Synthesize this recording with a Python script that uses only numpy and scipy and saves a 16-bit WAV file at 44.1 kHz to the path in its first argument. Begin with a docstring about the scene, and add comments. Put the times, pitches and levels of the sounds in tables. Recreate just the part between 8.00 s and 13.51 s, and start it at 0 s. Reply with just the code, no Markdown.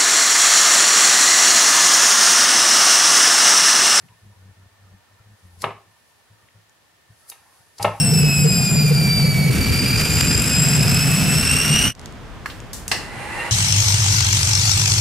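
"""Outdoors on gravel, a small gas turbine runs in an open hot rod. Its spinning compressor blades whine and
slow down over a booming exhaust and a rush of gas. At 1.5 s the fuel lights, the pipes drone, and the whine
flutters with the flames as it climbs again. At 3.9 s the scene changes to a quiet yard: a few clicks, then the
starter clacks in and its gear teeth whir faster and faster."""
import sys
import numpy as np
from scipy import signal
from scipy.fft import rfft, irfft
from scipy.io import wavfile
from scipy.ndimage import uniform_filter1d

SR = 44100
rng = np.random.default_rng(int(sys.argv[2]) if len(sys.argv) > 2 else 0)


def generate_wav(sig):
    """Save sig (samples, or channels by samples) to the path in sys.argv[1] as 16-bit PCM at SR."""
    pcm = np.round(np.clip(np.atleast_2d(sig).T, -1, 1) * 32767).astype(np.int16)
    wavfile.write(sys.argv[1], SR, pcm)


N = 242991
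T = np.arange(N) / SR
HZ = np.fft.rfftfreq(N, 1 / SR)
LIGHT_S, LIGHT_RISE_S = 1.465, .1  # when the fuel lights, and how long it takes

# How fast the compressor blades pass. Each row: time in seconds, rate in Hz.
BLADE_RATE = [(0.0, 2715), (0.25, 2600), (0.5, 2516), (1.0, 2368), (1.45, 2262), (1.8, 2364), (2.0, 2404),
              (2.55, 2519), (2.9, 2556), (3.3, 2633), (3.45, 2697), (3.9, 2905)]
# How well the intake lets the whine out. Each row: frequency in Hz, level in dB.
INTAKE_RESPONSE = [(2250, -29), (2480, -31.5), (2680, -28.3), (2860, -21), (4480, -34), (4650, -24.3),
                   (5800, -24), (6800, -43), (7120, -38.5), (7350, -23.3), (7800, -26.5), (8150, -21.7),
                   (8700, -27), (9100, -39), (10400, -35.5), (11400, -42), (12100, -38), (13200, -36.5),
                   (13700, -42), (15000, -54)]
# One tone of the whine swells or sinks. Each row: time in seconds, harmonic number, change in dB,
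# half length in seconds.
WHINE_SWELLS = [(.33, 1, 6.5, .1), (.1, 1, -6, .06), (.73, 2, -10, .025), (1.15, 2, 2.5, .1),
                (1.56, 2, -5, .11), (2.58, 3, 5, .14), (3.2, 2, -3, .15), (3.53, 1, 3, .1),
                (3.785, 1, 3.5, .03)]
# The tone colour of each noise. Each row: frequency in Hz, relative level in dB.
BOOM_COLOUR = [(40, -70), (85, -17), (115, -12), (138, -2), (152, -1), (175, -8.5), (215, -13.5),
               (290, -30), (420, -30.5), (560, -36), (680, -29.5), (850, -36.5), (2000, -60.5)]
RUMBLE_COLOUR = [(15, -22), (30, -19), (52, 0), (80, 3.5), (120, -2.5), (220, -4), (300, -12), (450, -17),
                 (900, -32), (2000, -63.5)]
ROAR_COLOUR = [(100, 4.5), (400, -2), (700, -3.7), (1050, -2.8), (1450, 3.5), (2000, 0.5), (2700, 5.3),
               (3300, -3.5), (6000, -33.5)]
HISS_COLOUR = [(1200, -19), (2500, -11), (3700, .6), (5500, 3.3), (6700, -1.7), (8500, 2.2), (11000, -3),
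               (13000, -2.5), (14500, -15), (16000, -50)]
YARD_COLOUR = [(15, -26), (30, 2.5), (110, 3), (200, -3), (360, -9), (560, -11.5), (1200, -14), (1800, -17),
               (2600, -21.5), (3300, -21.5), (4200, -27.5), (5600, -29), (9700, -37.5), (15000, -46.5)]
RATTLE_COLOUR = [(200, -22), (350, -9.5), (520, 3), (700, -4), (900, 3.5), (1250, -1.5), (2000, -0.5),
                 (2800, -5.5), (3300, -13), (4300, -13.5), (6000, -18), (9500, -13.5), (12000, -24.5),
                 (15000, -43)]
# The boom surges. Each row: time in seconds, pitch in Hz, level in dB, half length in seconds.
BOOM_SURGES = [(0.131, 146.5, -7.5, 0.0072), (0.168, 142, -9.5, 0.0066), (0.209, 155.7, -10, 0.0064),
               (0.239, 140, -7.5, 0.00715), (0.46, 148.9, -6.5, 0.01515), (0.787, 141, -11, 0.0109),
               (0.847, 140.7, -9.5, 0.0149), (0.917, 159.3, -8, 0.0148), (1.246, 165.1, -10, 0.012),
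               (1.471, 152.9, -11, 0.0092), (1.504, 123.2, -8, 0.0108)]
# The boom sags. Each row: time in seconds, change in dB.
BOOM_LULLS = [(0.351, -5.5), (.54, -2.5), (.675, -5), (1.14, -4.5), (1.33, -2.5), (3.01, -4.5)]
# Bursts of flame. Each row: start and end in seconds, extra whine flutter in radians,
# rumble boost in dB, boom loss in dB.
FLAME_BURSTS = [(1.47, 1.842, .27, 10.8, 14.5), (1.838, 2.48, .31, 8, 8), (2.72, 2.95, .36, 4.5, -1),
                (3.34, 3.61, 0.425, 5, 11.5), (3.7, 3.95, 0.359, 3.5, 10)]
# The flames spit. Each row: time in seconds, boost to the rush in dB, half length in seconds.
FLAME_SPITS = [(1.539, 0, 0.0035), (1.722, 2.5, 0.0084), (1.778, 1, 0.0043), (2.007, 6, 0.0131),
               (2.056, 4.5, 0.01), (2.18, 3, 0.013), (2.211, 11.5, 0.00343), (2.274, 3.5, 0.0039),
               (2.314, 6, 0.0052)]
# How the exhaust pipes, engine mount and gear case ring. 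# Each row: pitch in Hz, width in Hz between the half-
# power points, relative strength in dB.
PIPE_MODES = [(118, 22, 0), (254, 22, -2.5), (425, 36, -13)]
MOUNT_MODES = [(874, 70, -7), (1170, 300, -1.5), (1760, 150, -6), (1987, 300, 2), (2750, 300, 3.5),
               (3450, 150, -8), (4350, 450, 1), (5100, 600, -3), (7410, 1220, -7.5)]
CASE_MODES = [(352.6, 25, 1.5), (828.7, 15.7, 6.5), (926, 52, -6.5), (1848, 19, 1), (1980, 31.5, 5.5),
              (2085, 41, -5), (2744, 54, -2.5), (2890, 37, -20), (4040, 105, -11)]
# Knocks, a puff of air and the starter's clack. Each row: start in seconds, level in dB, centre in Hz,
# width in octaves, seconds for the crack to fall 60 dB, tail level against the crack in dB,
# seconds for the tail to fall 60 dB, share of mount ringing from 0 to 1.
KNOCKS = [(4.4588, -18.5, 1520, 0.42, 0.034, -19.5, 0.42, 0.1),
          (4.46, -34.5, 7200, .9, 0.0255, -6, 0.6, 0.58), (4.4995, -33, 3100, 0.55, 0.038, -6, 0.22, 0.1),
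          (4.7316, -27, 6700, 0.7, 0.0305, -4, 0.357, 0.03),
          (4.8797, -14.7, 7000, 0.54, 0.0125, -17.5, 0.46, 0.1),
          (4.9150, -11.7, 4450, 0.7, 0.0715, -9, 0.42, .85), (4.965, -39, 190, 1.0, 0.29, 1, 0.81, .02)]
# Light ticks. Each row: start in seconds, level in dB.
LIGHT_TICKS = [(3.951, -23), (3.9949, -24.2), (4.0144, -32), (4.0587, -20.5), (4.124, -36), (4.6025, -29)]
# The sound all ticks share: the last six columns of a knock.
TICK_SOUND = (5000, .62, .006, -27, 0.18, 0.08)
# How loud the starter is. Each row: time in seconds, level in dB.
STARTER_LOUDNESS = [(4.925, -32), (4.98, -38), (5.1, -38), (5.2, -32.5), (5.3, -31.5), (5.4, -28),
                    (5.52, -28.5)]
# How fast its gear teeth meet. Each row: time in seconds, rate in Hz.
TOOTH_RATE = [(4.92, 246), (5.05, 596), (5.2, 790), (5.33, 880), (5.52, 975)]
# Which side a sound leans to. Each row: frequency in Hz, left minus right in dB.
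TURBINE_BALANCE = [(60, 4), (110, 1), (200, 0.0), (380, -1.5), (700, 0.0), (1290, -2.5), (2380, -4),
                   (4400, 0.5), (8120, 4), (15000, -3)]
YARD_BALANCE = [(60, 3.5), (110, -0.5), (200, 0.5), (380, -1), (700, -1.5), (1290, -2.5), (2380, -3.0),
                (4400, 2), (8120, 1), (15000, 0.5)]
# How far the engine's left side runs ahead. Each row: frequency in Hz, phase lead in radians.
LEFT_LEAD = [(30, -1.24), (75, -0.94), (150, -0.4), (330, 0.21), (1300, -0.34), (4000, 0.086)]
# How alike left and right are. Each row: frequency in Hz, likeness from 0 to 1.
TURBINE_LIKENESS = [(50, 0.875), (130, 1), (300, 0.822), (700, 0.713), (2000, 0.794), (12000, 0.777)]
YARD_LIKENESS = [(50, 0.25), (150, 0.55), (700, 0.7), (1500, 0.75), (3000, 0.338), (12000, 0.356)]
# The bass cut after the microphone. Each row: frequency in Hz, gain in dB.
BASS_CUT = [(60, -9), (160, -5.5), (450, -2.5), (1000, 2)]


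def amp(db):
    """Turns decibels into a gain."""
    return 10 ** (np.asarray(db) / 20)


def unit(x):
    """Scales a signal to an average (rms) strength of 1."""
    return x / np.sqrt(np.mean(x ** 2) + 1e-20)


def over_time(rows):
    """Joins a table's points into a value for every sample."""
    times, values = np.transpose(rows)
    return np.interp(T, times, values)


def over_hz(rows):
    """Joins a table's points into a value for every frequency."""
    hz, values = np.transpose(rows)
    return np.interp(np.log(HZ + 1), np.log(hz + 1), values)


def bell(s, half_length):
    """A smooth swell of height 1 around one moment."""
    return np.exp(-((T - s) / half_length) ** 2)


def ramp(start, length):
    """Rises from 0 to 1 and stays there."""
    return np.clip((T - start) / length, 0, 1)


def band(hz, octaves):
    """A bell-shaped band of frequencies."""
    return np.exp(-.5 * (np.log2((HZ + 1) / hz) / octaves) ** 2)


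def wobble(hz, octaves):
    """A random wiggle of strength 1 around one rate."""
    return unit(irfft(rfft(rng.standard_normal(N)) * band(hz, octaves), N))


def noise(gain, likeness=TURBINE_LIKENESS):
    """Filtered stereo noise of strength 1, partly alike left and right."""
    common, apart = rfft(rng.standard_normal((2, N)))
    alike = np.clip(over_hz(likeness), 0, 1)
    mid, side = common * np.sqrt(1 + alike), apart * np.sqrt(1 - alike)
    return unit(irfft(np.array([mid + side, mid - side]) * gain, N))


def resonance(modes):
    """How strongly a ringing body answers each frequency."""
    return abs(sum(amp(db) / (1 + 2j * (HZ - hz) / width) for hz, width, db in modes))


def lean(x, balance, lead=((0, 0),)):
    """Tilts each frequency to the left or right, in level and in phase."""
    half = np.array([[.5], [-.5]])
    return irfft(rfft(x) * amp(half * over_hz(balance)) * np.exp(1j * half * over_hz(lead)), N)


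def reflect(x, echo_db, spread_s, count=14):
    """Adds short echoes from ground and bodywork, different on each side."""
    delay = rng.random((2, count))
    taps = np.zeros((2, SR // 4))
    arrival = np.clip(delay * spread_s * SR, 1, SR // 4 - 1).astype(int)
    echoes = rng.choice([-1, 1], (2, count)) * np.exp(-2 * delay)
    np.put_along_axis(taps, arrival, echoes, 1)
    taps *= amp(echo_db) / np.linalg.norm(taps, axis=1, keepdims=True)
    taps[:, 0] = 1  # the direct sound
    return signal.oaconvolve(x[None], taps, axes=1)[:, :N] / np.linalg.norm(taps[0])


def compressor_whine(flame, duct, flutter):
    """Passing blades make a stack of tones; pressure swings shake them and swirling air roughens them."""
    blade_hz = over_time(BLADE_RATE)
    phase = 2 * np.pi * np.cumsum(blade_hz) / SR
    shaken = phase - flutter * flame + .049 * duct + .245 * wobble(7.2, .83)
    eddy_colour = 1 / (1 + (HZ / 130) ** 2) ** .78 / (1 + (HZ / 700) ** 4)
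    out = np.zeros((2, N))
    for k in range(1, 7):  # harmonic k sounds at k times the blade rate
        db = np.interp(k * blade_hz, *np.transpose(INTAKE_RESPONSE))
        db -= .3 * k * ramp(LIGHT_S, LIGHT_RISE_S)
        db += sum(gain * bell(s, length) for s, harmonic, gain, length in WHINE_SWELLS if harmonic == k)
        throb = amp(3 * np.sqrt(k) * flutter * flame)  # higher tones throb more
        throb /= np.sqrt(uniform_filter1d(throb ** 2, size=4000))
        roughness = amp(-10) * (1 + 3.68 * np.sqrt(k) * flutter)
        eddies = (noise(eddy_colour) + 1j * noise(eddy_colour)) / np.sqrt(2)
        rough = (1 + roughness * eddies) / np.sqrt(1 + roughness ** 2)
        # moving hot air makes each tone shift between the ears and fade
        drift = np.outer([.5, -.5], .55 * wobble(3.3, 1))
        level = throb * amp(db + 1.4 * wobble(5.59, 1))
        out += level * np.sqrt(2) * (rough * np.exp(1j * (k * shaken + drift))).real
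    accessory_gear = amp(-44) * np.sin(.571 * phase)  # driven by the same shaft
    return out + accessory_gear


def exhaust_boom(choke_db, steadiness=.606):
    """The exhaust duct sings near 150 Hz until flames choke it; in a surge it locks onto one pitch."""
    pressure = noise(amp(over_hz(BOOM_COLOUR)))
    strength = np.sqrt(abs(uniform_filter1d(pressure[0] ** 2, size=1400)) + 1e-6)
    lull_db = sum(db * bell(s, half_length=.032) for s, db in BOOM_LULLS)
    level_db = -16 - ramp(LIGHT_S, LIGHT_RISE_S) + lull_db - choke_db
    out = amp(level_db) * unit(pressure / strength ** steadiness)
    for s, hz, db, length in BOOM_SURGES:
        share = bell(s, length)
        tone = np.exp(2j * np.pi * hz * T)
        in_step = np.exp(1j * np.angle(np.sum(share * out[0] / tone)))  # lines up with the boom
        out = out * (1 - share) + share * amp(db) * np.sqrt(2) * (tone * in_step).real
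    return out


def exhaust_rumble(boost_db):
    """A deep, lumpy noise that grows with each burst of flame."""
    lumps_db = 2.0642 * wobble(6.48, .97)
    return amp(-30 + boost_db + lumps_db) * noise(amp(over_hz(RUMBLE_COLOUR)))


def gas_rush(flame, duct, flutter):
    """Jet roar and intake hiss grow with the gas flow, pulse with the pressure and spit briefly."""
    pulse_db = (.5 + .244 * flutter) * flame + 1.18 * duct
    pulse_db += (.5 + 1.35 * flutter) * wobble(95, 1.58)
    gust_db = .64 * wobble(7.8, 1.61)
    spit_db = sum(db * bell(s, length) for s, db, length in FLAME_SPITS)
    lit, seconds_lit = ramp(LIGHT_S, LIGHT_RISE_S), np.maximum(T - LIGHT_S, 0)
    roar = amp(-34.5 + 4.5 * lit + 2 * seconds_lit) * noise(amp(over_hz(ROAR_COLOUR)))
    hiss = amp(-34 + 3 * lit + 1.9334 * seconds_lit) * noise(amp(over_hz(HISS_COLOUR)))
    return (roar + hiss) * amp(pulse_db + gust_db + spit_db)


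def flame_throb():
    """The flame throbs at an uneven rate, with nearly constant strength."""
    swing = signal.hilbert(wobble(hz=48, octaves=.413))
    return unit(swing.real / (abs(swing) + .1) ** .59)


def flame_bursts(edge_s=.063, choke_lag_s=.03):
    """Each burst shakes the whine, boosts the rumble and, a moment later, usually chokes the boom."""
    flutter, boost_db, choke_db = sum(np.outer(effects, ramp(start, edge_s) - ramp(end, edge_s))
                                      for start, end, *effects in FLAME_BURSTS)
    steady_flutter = .03 + .14 * ramp(LIGHT_S, LIGHT_RISE_S)
    return steady_flutter + flutter, boost_db, np.interp(T - choke_lag_s, T, choke_db)


def pipe_drone(boost_db):
    """Once the fuel is lit, the flames make the exhaust pipes ring."""
    return amp(-30 + .45 * boost_db) * ramp(LIGHT_S, LIGHT_RISE_S) * noise(resonance(PIPE_MODES) ** 1.5)


def turbine():
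    """The whole engine, its sounds tied together by the flames and the pressure in the duct."""
    flutter, boost_db, choke_db = flame_bursts()
    flame, boom = flame_throb(), exhaust_boom(choke_db)
    duct = unit(boom[0])
    exhaust = boom + exhaust_rumble(boost_db) + pipe_drone(boost_db)
    engine = exhaust + gas_rush(flame, duct, flutter) + compressor_whine(flame, duct, flutter)
    return lean(engine, TURBINE_BALANCE, LEFT_LEAD)


def yard_noise():
    """The soft, low background of the open yard."""
    return amp(-36.5) * noise(amp(over_hz(YARD_COLOUR)), YARD_LIKENESS)


def clicks(rise_s=.0002533, contact_db=3):
    """Each click is a sharp contact, a short crack and a softer tail; some ring the engine mount."""
    out = np.zeros((2, N))
    mount = unit(resonance(MOUNT_MODES) ** 1.47)
    ticks = [(*tick, *TICK_SOUND) for tick in LIGHT_TICKS]
    for s, db, hz, octaves, crack_s, tail_db, tail_s, ring in ticks + list(KNOCKS):
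        age = np.maximum(T - s, 0)
        decay = np.hypot(amp(-60 * age / crack_s), amp(tail_db - 60 * age / tail_s))
        colour = np.sqrt((1 - ring) * unit(band(hz, octaves)) ** 2 + ring * mount ** 2)
        contact = irfft(colour * np.exp(-2j * np.pi * HZ * (s + 2 * rise_s)), N)  # a single pulse
        crack = (1 - np.exp(-age / rise_s)) * decay * noise(colour, YARD_LIKENESS)
        out += amp(db) * (crack + amp(contact_db) * contact / abs(contact).max())
    return out


def starter_whir(jitter=.0134, flicker_db=5.5):
    """Gear teeth rattle and meet ever faster; their tones sweep through the ringing of the gear case."""
    tooth_hz = over_time(TOOTH_RATE) * (1 + jitter * wobble(39, .83))
    phase = 2 * np.pi * np.cumsum(tooth_hz) / SR
    teeth = sum(np.cos(k * phase) * amp(flicker_db * wobble(8.4, .58)) for k in range(1, 4))
    case = resonance(CASE_MODES)
    tones = .825 * irfft(rfft(teeth) * (case ** .85 + .33), N)
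    ring = noise(case ** 1.145, YARD_LIKENESS)
    rattle = noise(amp(over_hz(RATTLE_COLOUR)), YARD_LIKENESS) * amp(.94 * wobble(90, 1))
    whir = amp(-6) * reflect(tones, echo_db=-7.5, spread_s=.03) + amp(-4) * ring + amp(-2.4) * rattle
    running = T > STARTER_LOUDNESS[0][0]
    return whir * amp(over_time(STARTER_LOUDNESS)) * running


def scene():
    """The running turbine fades out; the quiet yard fades in, with its clicks and the starter."""
    yard = lean(yard_noise() + starter_whir() + clicks(), YARD_BALANCE)
    fade_out = np.interp(T, (3.865, 3.938), (1, 0)) ** 1.61
    fade_in = np.interp(T, (3.922, 4.031), (0, 1)) ** .926
    return turbine() * fade_out + yard * fade_in


def record(dry, ceiling=.621, top_hz=15650):
    """The loudest bass overloads the microphone ahead of its bass cut; the highest treble is removed."""
    bass_cut = amp(over_hz(BASS_CUT))
    pressure = irfft(rfft(dry) / bass_cut, N)  # the sound with its full bass
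    rounded = pressure / (1 + (pressure / ceiling) ** 10) ** (1 / 10)
    out = irfft(rfft(rounded) * bass_cut, N)
    treble_cut = signal.firwin(511, top_hz, window=("kaiser", 9), fs=SR)
    return signal.oaconvolve(out, treble_cut[None], "same")


dry = scene()
out = record(dry)
generate_wav(out)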